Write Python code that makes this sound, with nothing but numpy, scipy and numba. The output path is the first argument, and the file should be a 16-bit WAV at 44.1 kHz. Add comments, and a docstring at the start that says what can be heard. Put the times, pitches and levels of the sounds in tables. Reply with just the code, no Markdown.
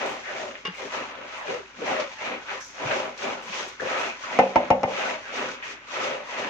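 """A soft, grainy swish comes and goes as hands rub and roll moist semolina round a wide wooden platter.
Each stroke drags many grains over the wood: they scrape, fizz, and drum the hollow under the palm and the platter.
The hands slap and pat now and then, loose grain patters and hisses, and a small hard thing clatters down.
Once the platter knocks four times on its support, the last knock a quick double; a small kitchen hums faintly.
Grain is random slips shaped by filters; struck things are fading sines, short pulses and noise bursts."""
import sys
import numpy as np
from scipy import signal
from scipy.fft import rfft, irfft
from scipy.io import wavfile
from numba import njit

SR = 44100
rng = np.random.default_rng(int(sys.argv[2]) if len(sys.argv) > 2 else 0)


def dump(signal):
    """Clip the signal to [-1, 1] and save it as 16-bit WAV at the path in sys.argv[1]."""
    limited = np.clip(np.atleast_2d(signal).T, -1, 1)
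    pcm = np.round(limited * 32767).astype(np.int16)
    wavfile.write(sys.argv[1], SR, pcm)


N = 286322
TIME = np.arange(N) / SR
ROOM_T60_S, EAR_SPACING_S = 0.45, 0.00037  # fading of the room by 60 dB; sound's travel between the microphones
FLURRY_DB, FLURRY_RATE = 1.6, 22  # loose grain comes in flurries: spread in dB, changes a second

# sweeps of a hand over the grain: [full speed reached t/s, attack/s, hold/s, release/s,
# scrape level/dB, fizz of loose grain level/dB, hollow under the palm level/dB, platter rumble level/dB,
# cupping of the palm 0-1, hollow f/Hz, its glide/(octaves per s)]
STROKES = [(0.01, 0.058, 0.052, 0.14, -32, -44, -31.5, -42.5, 0.08, 522, 4.5),
           (0.302, 0.07, 0.035, 0.094, -36, -47, -37, -51, 0.42, 610, -4),
           (0.38, 0.04, 0.032, 0.14, -38.5, -47, -36.5, -46, 0.5, 710, -3),
           (0.804, 0.045, 0.023, 0.074, -37.5, -45, -37.5, -49, 0.4, 597, -8.5),
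           (0.931, 0.029, 0.032, 0.12, -32, -42, -35, -45, 0.1, 660, -4.5),
           (1.093, 0.063, 0.059, 0.26, -41, -59, -46, -53.5, 0, 1030, -2.5),
           (1.187, 0.03, 0.03, 0.091, -50.5, -72, -45, -64, 0.5, 526, 2),
           (1.356, .10, 0.067, 0.027, -38.5, -51, -43.5, -78, 0.65, 960, -5.5),
           (1.487, 0.046, 0.034, 0.078, -33.5, -46, -30.5, -59, 0.72, 445, 2.5),
           (1.77, 0.025, 0.013, 0.028, -45.5, -60, -43, -45, 0.94, 240, 2),
           (1.812, 0.027, 0.0079, 0.019, -45, -47, -30, -35.5, 1, 490, -3),
           (1.88, 0.06, 0.036, 0.018, -30, -42, -27.5, -36.5, 0.4, 814, -1.5),
           (1.932, 0.025, 0.072, 0.06, -30.5, -46, -29, -47, 0.6, 638, -1),
           (2.015, 0.02, 0.021, 0.014, -42.5, -60, -37, -69, 0.91, 572, 1),
           (2.098, 0.034, 0.03, 0.035, -42, -48, -67, -71, 1, 533, 1),
           (2.232, 0.057, 0.038, 0.082, -33, -44, -39, -45, 0.97, 620, 1),
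           (2.28, 0.058, 0.03, 0.11, -34, -52, -37.5, -46, 0.16, 610, -6),
           (2.513, 0.053, 0.014, 0.063, -32, -46, -39.5, -65, 0.48, 572, -4),
           (2.815, 0.061, 0.025, 0.036, -36.5, -47, -32.5, -38, 0.06, 730, -4),
           (2.897, 0.059, 0.06, 0.088, -29.5, -39, -29, -41, 0.27, 577, 0.1),
           (3.011, 0.03, 0.032, 0.09, -37, -58, -33.5, -45.5, 0.1, 636, -1),
           (3.237, 0.055, 0.026, 0.14, -31.5, -44.5, -31, -39, 0.01, 580, 2),
           (3.57, 0.12, 0.027, 0.1, -33, -40, -40, -47, 0.17, 622, -4.5),
           (3.805, 0.0056, 0.03, 0.059, -40, -44, -30.5, -47, 0.6, 484, 1),
           (3.902, 0.055, 0.13, 0.1, -29, -41.5, -31.5, -44.5, 0, 730, -1.5),
           (4.227, 0.016, 0.03, 0.034, -39.5, -47, -42, -54, 0.6, 1290, -6.5),
           (4.33, 0.091, 0.042, .14, -32.5, -48.5, -35.5, -41.5, 0, 718, -5.5),
           (4.598, 0.088, 0.021, 0.13, -37.5, -52, -43.5, -62, 0, 613, -8.5),
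           (4.88, 0.019, 0.036, 0.047, -44, -53, -32, -48, 0.84, 510, 2),
           (4.99, 0.081, 0.099, 0.094, -29.5, -42, -32, -46, 0.04, 671, 0.5),
           (5.168, 0.044, 0.017, 0.034, -46.5, -68, -47, -69, 0.8, 612, 0.5),
           (5.374, 0.099, 0.039, 0.14, -30.5, -42.5, -35, -42, 0.1, 574, -3.5),
           (5.64, 0.013, 0.072, 0.051, -40, -46.5, -49, -56.5, 0.8, 610, -12),
           (5.961, 0.059, 0.078, 0.087, -30, -39.5, -33.5, -45, 0, 642, -2.5),
           (6.089, 0.072, 0.027, 0.099, -32.5, -54, -31.5, -56, 0.64, 544, 0.5),
           (6.187, 0.022, 0.024, 0.042, -52, -65, -41.5, -56, 0.55, 592, 0),
           (6.378, 0.099, 0.042, 0.26, -31.5, -44, -36, -42.5, 0.01, 585, 2.5)]
# colour of fizzing loose grain: [f/Hz, level per Hz/dB]
FIZZ_COLOUR = [(1500, -29), (3200, 2.5), (4200, -2.5), (5200, -2), (6300, 0), (7200, -9), (8200, -22.5),
               (9500, -31), (12000, -37.5), (15500, -36.5)]


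def undb(db):
    """Turn decibels into a gain."""
    return 10 ** (np.asarray(db) / 20)


def unit(x):
    """Scale to an rms (average strength) of 1."""
    return x / np.sqrt(np.mean(x ** 2))


def log_gain(points, size):
    """Natural log of a colour's gain at each frequency of a transform."""
    hz, db = np.transpose(points)
    log_hz = np.log(np.fft.rfftfreq(size, 1 / SR) + 1)
    return np.log(undb(np.interp(log_hz, np.log(hz), db)))


def colour(x, points):
    """Filter by a list of (Hz, dB) points."""
    size = x.shape[-1]
    return irfft(rfft(x) * np.exp(log_gain(points, size)), size)


def pulse(points, size=2048):
    """A pulse of the given colour with its energy packed as early as possible, peak 1."""
    cepstrum = irfft(log_gain(points, size))
    # folding the second half onto the first makes the pulse start at once
    cepstrum[1:size // 2] *= 2
    cepstrum[size // 2:] = 0
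    wave = irfft(np.exp(rfft(cepstrum)))
    return wave / np.abs(wave).max()


def fade(t, t60):
    """Fade exponentially, by 60 dB in t60 seconds."""
    return np.exp(-np.log(1000) * t / t60)


def add(out, s, sound):
    """Mix a sound in at time s."""
    start = int(s * SR)
    out[..., start:start + sound.shape[-1]] += sound[..., :N - start]


def walk(rate):
    """Wander between random values, rate of them a second, with a spread near 1."""
    values = rng.standard_normal(N // 20)
    return np.interp(TIME * rate, np.arange(N // 20), values) * np.sqrt(3 / 2)


def diffuse(size):
    """Noise from all sides on two spaced microphones: alike in the bass, unrelated in the treble."""
    alike = np.sinc(2 * np.fft.rfftfreq(size, 1 / SR) * EAR_SPACING_S)
    mid, side = rfft(rng.standard_normal((2, size))) * np.sqrt([1 + alike, 1 - alike])
    return unit(irfft([mid + side, mid - side], size))


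def echoes(x, t60, delay_s):
    """A dense fading cloud of reflections of unit energy, on both microphones."""
    t = TIME[:SR // 2]
    cloud = diffuse(len(t)) * fade(t, t60) * (t >= delay_s)
    cloud /= np.sqrt(np.sum(cloud ** 2) / 2)
    return signal.fftconvolve(np.atleast_2d(x), cloud, axes=1)[:, :N]


@njit
def resonate(x, hz, width):
    """A resonance with a moving centre: two stored states swing at its pitch."""
    y, band, low = np.empty(len(x)), 0., 0.
    for i in range(len(x)):
        g, damping = np.tan(np.pi * hz[i] / SR), width / hz[i]
        v = (band + g * (x[i] - low)) / (1 + g * (g + damping))
        band, low, y[i] = 2 * v - band, low + 2 * g * v, damping * v
    return y


def cavity(x, hz, width_hz):
    """An air pocket: both channels pass two moving resonances, the second twice as wide; rms 1."""
    once = [resonate(side, hz, 1. * width_hz) for side in x]
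    return unit(np.array([resonate(side, hz, 2. * width_hz) for side in once]))


def contact(rate):
    """Tiny uneven slips of single grains, rate a second, each with its own lag between the microphones."""
    spread_db = 4
    # the hands work left of centre, so the left microphone tends to hear them first
    left_lead_s, widest_lag_s = .000136, .0008
    share = np.clip(rate / SR, 1e-4, 1)
    size = undb(spread_db * np.clip(rng.standard_normal(N), -2, 2))
    slips = (rng.random(N) < share) * size * rng.choice([-1, 1], N)
    left = unit(slips / np.sqrt(share))  # even strength however many grains slip
    place = 2 * rng.random(N) - 1
    lag = np.round((left_lead_s + place * np.abs(place) * widest_lag_s) * SR).astype(int)
    right = np.bincount(np.clip(np.arange(N) + lag, 0, N - 1), left, N)
    return np.array([left, right])


def kitchen():
    """Faint room air, as slowly wavering noise, and the low hum of an appliance, as a wandering sine."""
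    # colour of the quiet kitchen: [f/Hz, level per Hz/dB]
    air_colour = [(20, -31), (35, -10), (55, -12), (100, 5), (250, -8.5), (600, -18), (1500, 7),
                  (3000, -20.5), (6300, -28), (9000, -42.5), (15000, -49)]
    air_db, hum_hz, hum_db = -57, 49.5, -68
    air = unit(colour(diffuse(N), air_colour)) * undb(air_db + .8 * walk(3.0))
    hum = np.sqrt(2) * np.sin(2 * np.pi * hum_hz * TIME + .4 * walk(5))
    return air + undb(hum_db) * hum


def sprinkles(rate=900):
    """Flung grains patter on bare wood as tiny separate hits; each patter starts suddenly and fades."""
    # patters of loose grain: [t/s, level/dB, length/s]
    patters = [(0.06, -48, 0.085), (0.745, -59, 0.15), (0.937, -64, 0.073), (1.372, -58, 0.088),
               (2.60, -52.5, 0.13), (2.90, -57, 0.08), (3.17, -62, 0.055), (3.42, -58, .12),
               (3.56, -59, 0.1), (3.68, -54, 0.04), (3.976, -53, 0.095), (5.36, -56, 0.095),
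               (5.63, -61, 0.05)]
    # colour of falling grain: [f/Hz, level per Hz/dB]
    patter_colour = [(3000, -11), (6200, -10), (7500, -7.5), (9000, -21.5), (14500, -27), (16000, -33)]
    t = TIME[:SR // 2]
    flow = np.zeros(N)
    for s, db, length_s in patters:
        add(flow, s, undb(db) * np.exp(-(t / length_s) ** 2))
    return unit(colour(contact(rate), patter_colour)) * flow * undb(FLURRY_DB * walk(FLURRY_RATE))


def pour(rise_s=0.028):
    """Loose grain slides off in a thin hiss: noise in a narrow treble band that dies away."""
    start_s, db, t60 = 2.604, -41.5, 0.8
    centre_hz, width_hz = 6050, 2500
    t, out = TIME[:SR // 2], np.zeros((2, N))
    hiss = cavity(colour(diffuse(len(t)), FIZZ_COLOUR), np.full(len(t), float(centre_hz)), width_hz)
    add(out, start_s, undb(db) * hiss * fade(t, t60) * (1 - fade(t, rise_s)))
    return out


def snap(t60, rise_s=0.0012):
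    """The bright gritty snap of grains crushed in a hard contact: a short burst of coloured noise."""
    # colour of crushed grains: [f/Hz, level per Hz/dB]
    snap_colour = [(1500, -16), (3000, -9), (4300, -1.5), (5500, 4), (7000, -5), (8500, -28),
                   (15000, -42.5)]
    t = TIME[:SR // 20]
    return unit(colour(diffuse(len(t)), snap_colour)) * fade(t, t60) * (1 - fade(t, rise_s))


def clack(room_db=-11, contact_s=0.0011, pivot_hz=2000, scatter_db=2.5, snap_db=-3, snap_t60=0.015):
    """A small hard thing chatters down beside the platter, ringing unevenly, then settles with a bump."""
    # its quick contacts: [t/s, level/dB, tilt/(dB per octave)]
    contacts = [(0.6511, -33, -2.5), (0.655, -31, -3.5), (0.6602, -43, -5), (0.6665, -35, 0),
                (0.673, -39, 3), (0.6811, -37.5, -6.5)]
    # what it rings with: [f/Hz, level/dB, t60/s]
    modes = [(424, -1.5, 0.017), (845, -11.5, 0.12), (1100, -2.5, 0.071), (1590, -8, .06),
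             (1992, -8.5, 0.063), (2260, -5, 0.08), (2820, 3, 0.15), (2977, -7, 0.12), (3250, -11, .07),
             (3580, -8.5, 0.067), (4850, -10.5, 0.08), (5600, -19, 0.03), (6340, -22, 0.025)]
    settle_s, settle_db, settle_length_s = .677, -35, 0.049
    settle_hz, sag_hz_per_s = 189, 300  # the low bump sags in pitch
    t, out = TIME[:SR // 4], np.zeros((2, N))
    for s, db, tilt_db in contacts:
        add(out, s, undb(db + snap_db + tilt_db) * snap(snap_t60))
        for hz, mode_db, t60 in modes:
            cycles = hz * t + rng.random() + 0.35 * rng.random((2, 1))
            mode = np.sin(2 * np.pi * cycles) * fade(t, t60)
            tilted_db = db + mode_db + tilt_db * np.log2(hz / pivot_hz)
            size_db = tilted_db + scatter_db * rng.uniform(-1.1, 1)
            add(out, s, undb(size_db) * mode * (1 - fade(t, contact_s)) ** 2)
    out = out + undb(room_db) * echoes(out[0], 0.4, 0.012)
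    t = TIME[:int(settle_length_s * SR)]
    tone = np.sin(2 * np.pi * (settle_hz - sag_hz_per_s * t / 2) * t)
    add(out, settle_s, undb(settle_db) * tone * np.sin(np.pi * np.sqrt(t / t[-1])))
    return out


def pats(room_db=-8, soft_s=0.022, firm_s_per_hz=.00005):
    """Soft hands meet each other, the heap or the wood: short noise bursts; the lowest swell in gently."""
    # slaps, pats and catches: [t/s, level/dB, centre f/Hz, width/octaves, t60/s]
    touches = [(0.553, -34, 2000, 0.48, 0.1), (0.6523, -30.5, 1670, 0.76, 0.24),
               (.742, -38, 2300, 0.1, 0.11), (0.926, -45, 1810, 0.57, 0.081),
               (1.999, -31.5, 2500, 1.2, 0.13), (2.83, -31, 605, 0.3, 0.036), (2.85, -36, 170, 0.74, 0.18),
               (2.909, -22.5, 1610, 0.64, 0.16), (3.176, -42.5, 5000, 0.66, 0.25),
               (3.468, -36.5, 198, 0.2, 0.19), (3.526, -33, 2560, 0.32, 0.28),
               (3.7973, -30, 1640, 0.19, 0.27), (3.803, -33, 503, 0.19, 0.15),
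               (3.821, -37, 560, 0.56, 0.041), (4.238, -31, 1370, 0.14, 0.13),
               (5.625, -35.5, 2080, 0.42, 0.65)]
    t, out = TIME[:SR // 4], np.zeros((2, N))
    hz = np.fft.rfftfreq(len(t), 1 / SR) + 1
    for s, db, centre_hz, octaves, t60 in touches:
        band = np.exp(-.5 * (np.log2(hz / centre_hz) / octaves) ** 2)
        band = band / (1 + (hz / 7000) ** 12)  # soft skin makes little treble
        burst = unit(irfft(rfft(diffuse(len(t))) * band, len(t)))
        rise_s = max(.001, soft_s - centre_hz * firm_s_per_hz)
        add(out, s, undb(db) * burst * fade(t, t60) * (1 - fade(t, rise_s)))
    return out + undb(room_db) * echoes(out[0], ROOM_T60_S, 0.0035)


def platter_ring(favoured_hz, favour_db=5, rise_s=0.014):
    """The platter's answer to one blow: fading sines, strongest near the pitch the contact favours."""
    # what the platter rings with: [f/Hz, level/dB, t60/s]
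    platter_modes = [(150, -18.5, 0.37), (194, -14.5, 0.66), (247.7, -8, 0.25), (323, -11.5, 0.22),
                     (471.6, -9.5, 0.26), (530, -6, 0.39), (589.3, -8, 0.41), (637, -1, 0.079),
                     (677, -9, 0.18), (764.6, -3.5, 0.22), (851, -1, 0.17), (895, 7, 0.086),
                     (1030, -15, 0.22), (1360, -0.5, 0.029), (1520, -14.5, 0.18), (1820, -7, 0.13),
                     (2098, -2, 0.11), (2220, -6, 0.13), (2520, -17.5, 0.1), (2820, -8.5, 0.11),
                     (5400, -31.5, 0.029)]
    load_waver = .009  # the hand's shifting weight bends the pitch by about this share
    t = TIME[:SR * 3 // 5]
    hz, db, t60 = np.transpose(platter_modes)[:, :, None]
    # the drop is favour_db per octave, up to one octave away
    weight = undb(db - favour_db * np.minimum(np.abs(np.log2(hz / favoured_hz)), 1))
    # neighbouring modes radiate to opposite sides, so each reaches one microphone a little early
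    lag = EAR_SPACING_S / 2 * (-1) ** np.arange(len(hz))[:, None]
    bent_time = np.cumsum(1 + load_waver * walk(39.6)[:len(t)]) / SR
    modes = np.array([np.sin(2 * np.pi * hz * (bent_time + side * lag / 2)) for side in (1, -1)])
    return np.sum(weight * modes * fade(t, t60), axis=1) * (1 - fade(t, rise_s))


def knocks(thud_room_db=-10, ring_room_db=-13, clonk_room_db=-15, tick_t60=0.11, tick_rise_s=0.0017,
           crack_db=11, snap_t60=0.014, snap_lag_s=0.0003, clonk_t60=0.096, clonk_lag_s=0.000085,
           bump_hz=120, bump_t60=0.042, soft_hz=1300, wall_low_hz=430, wall_high_hz=700):
    """The platter hits its support and rebounds: crack, thud, clonk at the contact, ring, walls' answer."""
    # the knocks: [t/s, ring level/dB, thud level/dB, tick level/dB, clonk level/dB, clonk f/Hz,
    # bump of the support level/dB, delay of the rebound/s, rebound level/dB, snap level/dB]
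    blows = [(4.3892, -18, -1, -24.5, -7, 774, -24.5, 0.0038, 3, -27),
             (4.5578, -15, -4, -24, -7, 914, -18, 0.003, 1, -34.5),
             (4.704, -18.5, -3.5, -27, -8, 726, -14.5, 0.0035, 2, -27.5),
             (4.8323, -26, -11.5, -32.5, -23, 907, -43, 0.00389, 1.5, -31.5),
             (4.8399, -38, -9, -57, -25, 794, -24, 0.0047, -10, -50)]
    # colour of the dull thud: [f/Hz, level per Hz/dB]
    thud_colour = [(30, -50), (70, -53), (130, -3.5), (250, -9.5), (380, -0.5), (520, 6), (750, 4),
                   (1000, -1.5), (1300, -5.5), (1650, -17), (2200, -11), (2900, -24), (3600, -58.5),
                   (6300, -41), (12000, -74.5)]
    # colour of the sharp tick: [f/Hz, level per Hz/dB]
    tick_colour = [(800, -8), (2500, 13.5), (4000, -9), (5500, -7.5), (7000, -17.5), (9000, -33),
                   (15000, -44.5)]
    # colour of the first hard instant: [f/Hz, level per Hz/dB]
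    crack_colour = [(500, 4), (1200, 18), (2600, -10.5), (4000, -7.5), (6500, -11.5), (9000, -32.5),
                    (15000, -41)]
    # near walls throw the thuds back, dulled: [delay/s, level/dB]
    wall_returns = [(.022, -13), (.0325, -19.5), (.045, -11), (.052, -23.5), (.073, -16)]
    t = TIME[:SR // 4]
    rings, clonks, ticks = np.zeros((3, 2, N))
    thuds, returns = np.zeros((2, N))
    hard = -pulse(thud_colour)
    # the rebound's thud is softer in the treble
    soft = signal.sosfilt(signal.butter(2, soft_hz, fs=SR, output="sos"), hard)
    for s, ring_db, thud_db, tick_db, clonk_db, clonk_hz, bump_db, rebound_s, rebound_db, snap_db in blows:
        ring = platter_ring(clonk_hz)
        for when, blow, thud in ((s, 1, hard), (s + rebound_s, undb(rebound_db), soft)):
            add(rings, when, blow * undb(ring_db) * ring)
            add(thuds, when, blow * undb(thud_db) * thud)
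        clonk = np.array([np.sin(2 * np.pi * clonk_hz * (t + side * clonk_lag_s)) for side in (1, -1)])
        clonk = clonk * fade(t, clonk_t60) * (1 - fade(t, 0.0069))
        add(clonks, s + rebound_s, undb(clonk_db) * clonk)
        bump = np.sin(2 * np.pi * bump_hz * t) * fade(t, bump_t60) * (1 - fade(t, 0.016))
        add(thuds, s + rebound_s, undb(bump_db) * bump)
        tick = unit(colour(diffuse(len(t)), tick_colour))
        tick = tick * fade(t, tick_t60) * (1 - fade(t, tick_rise_s)) ** 2
        add(ticks, s, undb(tick_db) * tick)
        add(ticks, s, undb(tick_db + crack_db) * pulse(crack_colour))
        add(ticks, s + snap_lag_s, undb(snap_db) * snap(snap_t60))
    wall_band = signal.butter(1, [wall_low_hz, wall_high_hz], "band", fs=SR, output="sos")
    dull = signal.sosfilt(wall_band, thuds)
    for delay_s, db in wall_returns:
        add(returns, delay_s, undb(db) * dull)
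    to_room = undb(thud_room_db) * thuds + undb(ring_room_db) * rings.mean(axis=0)
    to_room = to_room + undb(clonk_room_db) * clonks[0]
    return rings + thuds + clonks + ticks + returns + echoes(to_room, ROOM_T60_S, 0.011)


def landings(width_share=0.2):
    """A hand closes in on the platter: noise rings the air gap under it, and the pitch falls."""
    # approaches of a hand: [t/s, first f/Hz, level/dB]
    approaches = [(0.228, 2180, -38), (1.335, 2480, -43), (1.375, 1130, -38.5), (2.124, 1000, -53),
                  (2.423, 1250, -53), (2.558, 2100, -43.5), (4.23, 1300, -45), (5.219, 1790, -42),
                  (5.866, 1260, -44), (6.251, 1140, -43)]
    length_s, fall_octaves = .095, 0.47
    out, size = np.zeros((2, N)), int(length_s * SR)
    progress = np.arange(size) / size
    swell = np.sqrt(np.sin(np.pi * progress))
    for s, first_hz, db in approaches:
        hz = first_hz * 2 ** (-fall_octaves * progress)
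        add(out, s, undb(db) * swell * cavity(diffuse(size), hz, width_share * hz.mean()))
    return out


def lumps(count=2600, low_hz=420, high_hz=3100, length_s=.011):
    """Each moist lump crumbles in a brief sine of its own pitch; some are much bigger than others."""
    out = np.zeros((2, N))
    for when, pitch, length, size, phase, place in rng.random((count, 6)):
        t = TIME[:int(length_s * (.5 + length) * SR)]
        hz = low_hz * (high_hz / low_hz) ** pitch
        phases = np.array([[phase], [phase + (place - .5) * pitch]])
        wave = np.sin(2 * np.pi * (hz * t + phases))
        add(out, when * TIME[-1], size ** 2 * wave * np.sin(np.pi * np.sqrt(t / t[-1])) ** 2)
    return unit(out)


def fingers(x, gap_hz=(1150, 1900), wander_octaves=0.22, width_hz=280, tint_db=-4, flicker_db=3):
    """The gaps between the fingers are small resonators that shift all the time and tint the scrape."""
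    out = x
    for centre in gap_hz:
        hz = centre * 2 ** (wander_octaves * np.clip(walk(16), -2, 2))
        tint = undb(tint_db + flicker_db * walk(10))
        out = out + tint * np.array([resonate(side, hz, 1. * width_hz) for side in x])
    return out


def palm():
    """Cupping and pitch of the hollow: the pitch glides through each stroke, then both take their next value."""
    points = []
    next_s = [stroke[0] for stroke in STROKES[1:]] + [np.inf]
    for (s, attack, hold, release, *_, cupping, hz, glide), following_s in zip(STROKES, next_s):
        length = min(hold + release / 2, (following_s - s) * 2 / 3)
        points += [(s + t, cupping, hz * 2 ** (glide * t)) for t in (0, length)]
    s, cupping, hz = np.transpose(points)
    return np.clip(np.interp(TIME, s, cupping), 0, 1), np.interp(TIME, s, hz)


def stroke_level(stroke, steepness, lag_s):
    """Attack, hold and release of one stroke, in dB relative to its top."""
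    # at steepness 1, down edge_db one attack before and one release after the hold, with rounded shoulders
    edge_db, edge_curve = 10, 1.4
    s, attack, hold, release = stroke[:4]
    t = TIME - s - lag_s
    away = np.clip(np.maximum(-t / attack, (t - hold) / release), 0, 10)
    return -steepness * edge_db * away ** edge_curve


def effort(levels_db, steepness, lag_s, rest_db):
    """One layer's gain: strokes overlap in power above the faint stirring of hands that never quite stop."""
    power = undb(rest_db) ** 2
    for stroke, db in zip(STROKES, levels_db):
        power = power + undb(db + stroke_level(stroke, steepness, lag_s)) ** 2
    return np.sqrt(power)


def rubbing(slip_rate=3800, usual_db=-38, judder_db=0.5, hollow_width_hz=480, pocket_db=0.0,
            cupped_db=-1, wood_db=-8.0, damped_t60=0.67, room_db=-9):
    """The palm drags grain over wood; faster strokes slip more grains, and the hand judders on the lumps."""
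    # colour of the scrape: [f/Hz, level per Hz/dB]
    scrape_colour = [(300, -27.5), (700, -4.5), (1100, -1.5), (1700, -2.5), (2600, 0), (3300, -8.5),
                     (4300, -15), (6000, -48), (9000, -71)]
    # colour of the platter's rumble: [f/Hz, level per Hz/dB]
    rumble_colour = [(30, -32), (60, -15.5), (110, -13), (160, -13.5), (195, 0), (260, 7.5), (340, 4.5),
                     (420, 1.5), (800, -15), (2000, -72)]
    # how layers follow a stroke: steepness, lag in s, level between strokes in dB
    scrape_law, fizz_law = (1.01, 0.00093, -48.5), (0.84, 0.00067, -59)
    # the weight comes down after the speed
    hollow_law, rumble_law = (1.48, 0.016, -71), (1.57, 0.029, -61)
    lump_db, cupped_width_hz = -9, 55  # lumps against the scrape; a cupped palm rings narrowly
    scrape_db, fizz_db, hollow_db, rumble_db = np.transpose(STROKES)[4:8]
    speed = effort(scrape_db, *scrape_law)
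    rate = slip_rate * np.sqrt(speed / undb(usual_db))  # slip_rate slips a second at the usual level
    judder = undb(judder_db * walk(90))
    scrape = unit(fingers(colour(contact(rate), scrape_colour)))
    scrape = unit(scrape + undb(lump_db) * lumps()) * speed
    fizz = unit(colour(contact(2 * rate), FIZZ_COLOUR)) * effort(fizz_db, *fizz_law)
    fizz = fizz * undb(FLURRY_DB * walk(FLURRY_RATE))
    # the pocket of air under the palm changes pitch; a cupped palm rings more sharply
    cupping, hz = palm()
    open_pocket = cavity(contact(rate), hz, hollow_width_hz) * undb(pocket_db)
    cupped_pocket = cavity(contact(rate), hz, cupped_width_hz) * undb(cupped_db)
    pocket = np.sqrt(1 - cupping) * open_pocket + np.sqrt(cupping) * cupped_pocket
    # the wood answers too, damped by the hand that rests on it
    ring = platter_ring(favoured_hz=538, favour_db=18.0)
    damped_ring = ring * fade(TIME[:ring.shape[1]], damped_t60)
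    wood = signal.fftconvolve(contact(rate), damped_ring, axes=1)[:, :N]
    hollow = (pocket + undb(wood_db) * unit(wood)) * effort(hollow_db, *hollow_law)
    # only the bigger lumps shake the whole platter, so its slips are fewer
    rumble = unit(colour(contact(.5 * rate), rumble_colour)) * effort(rumble_db, *rumble_law)
    near = judder * (scrape + fizz + hollow) + rumble + landings()
    return near + undb(room_db) * echoes(near[0], 0.072, 0.00252)


def scene(left_db=0.65):
    """The hands' work is a little louder on the left; the kitchen surrounds it."""
    work = rubbing() + knocks() + pats() + clack() + pour() + sprinkles()
    return work * undb([[left_db], [-left_db]]) + kitchen()


def record(dry, low_cut_hz=42):
    """The phone drops the deepest bass, clips at full scale and cuts the top."""
    top_hz = 15500
    thin = signal.sosfilt(signal.butter(4, low_cut_hz, "high", fs=SR, output="sos"), dry)
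    top_cut = signal.ellip(8, .2, 70, top_hz, fs=SR, output="sos")
    return signal.sosfilt(top_cut, np.clip(thin, -1, 1))


dry = scene()
out = record(dry)
dump(out)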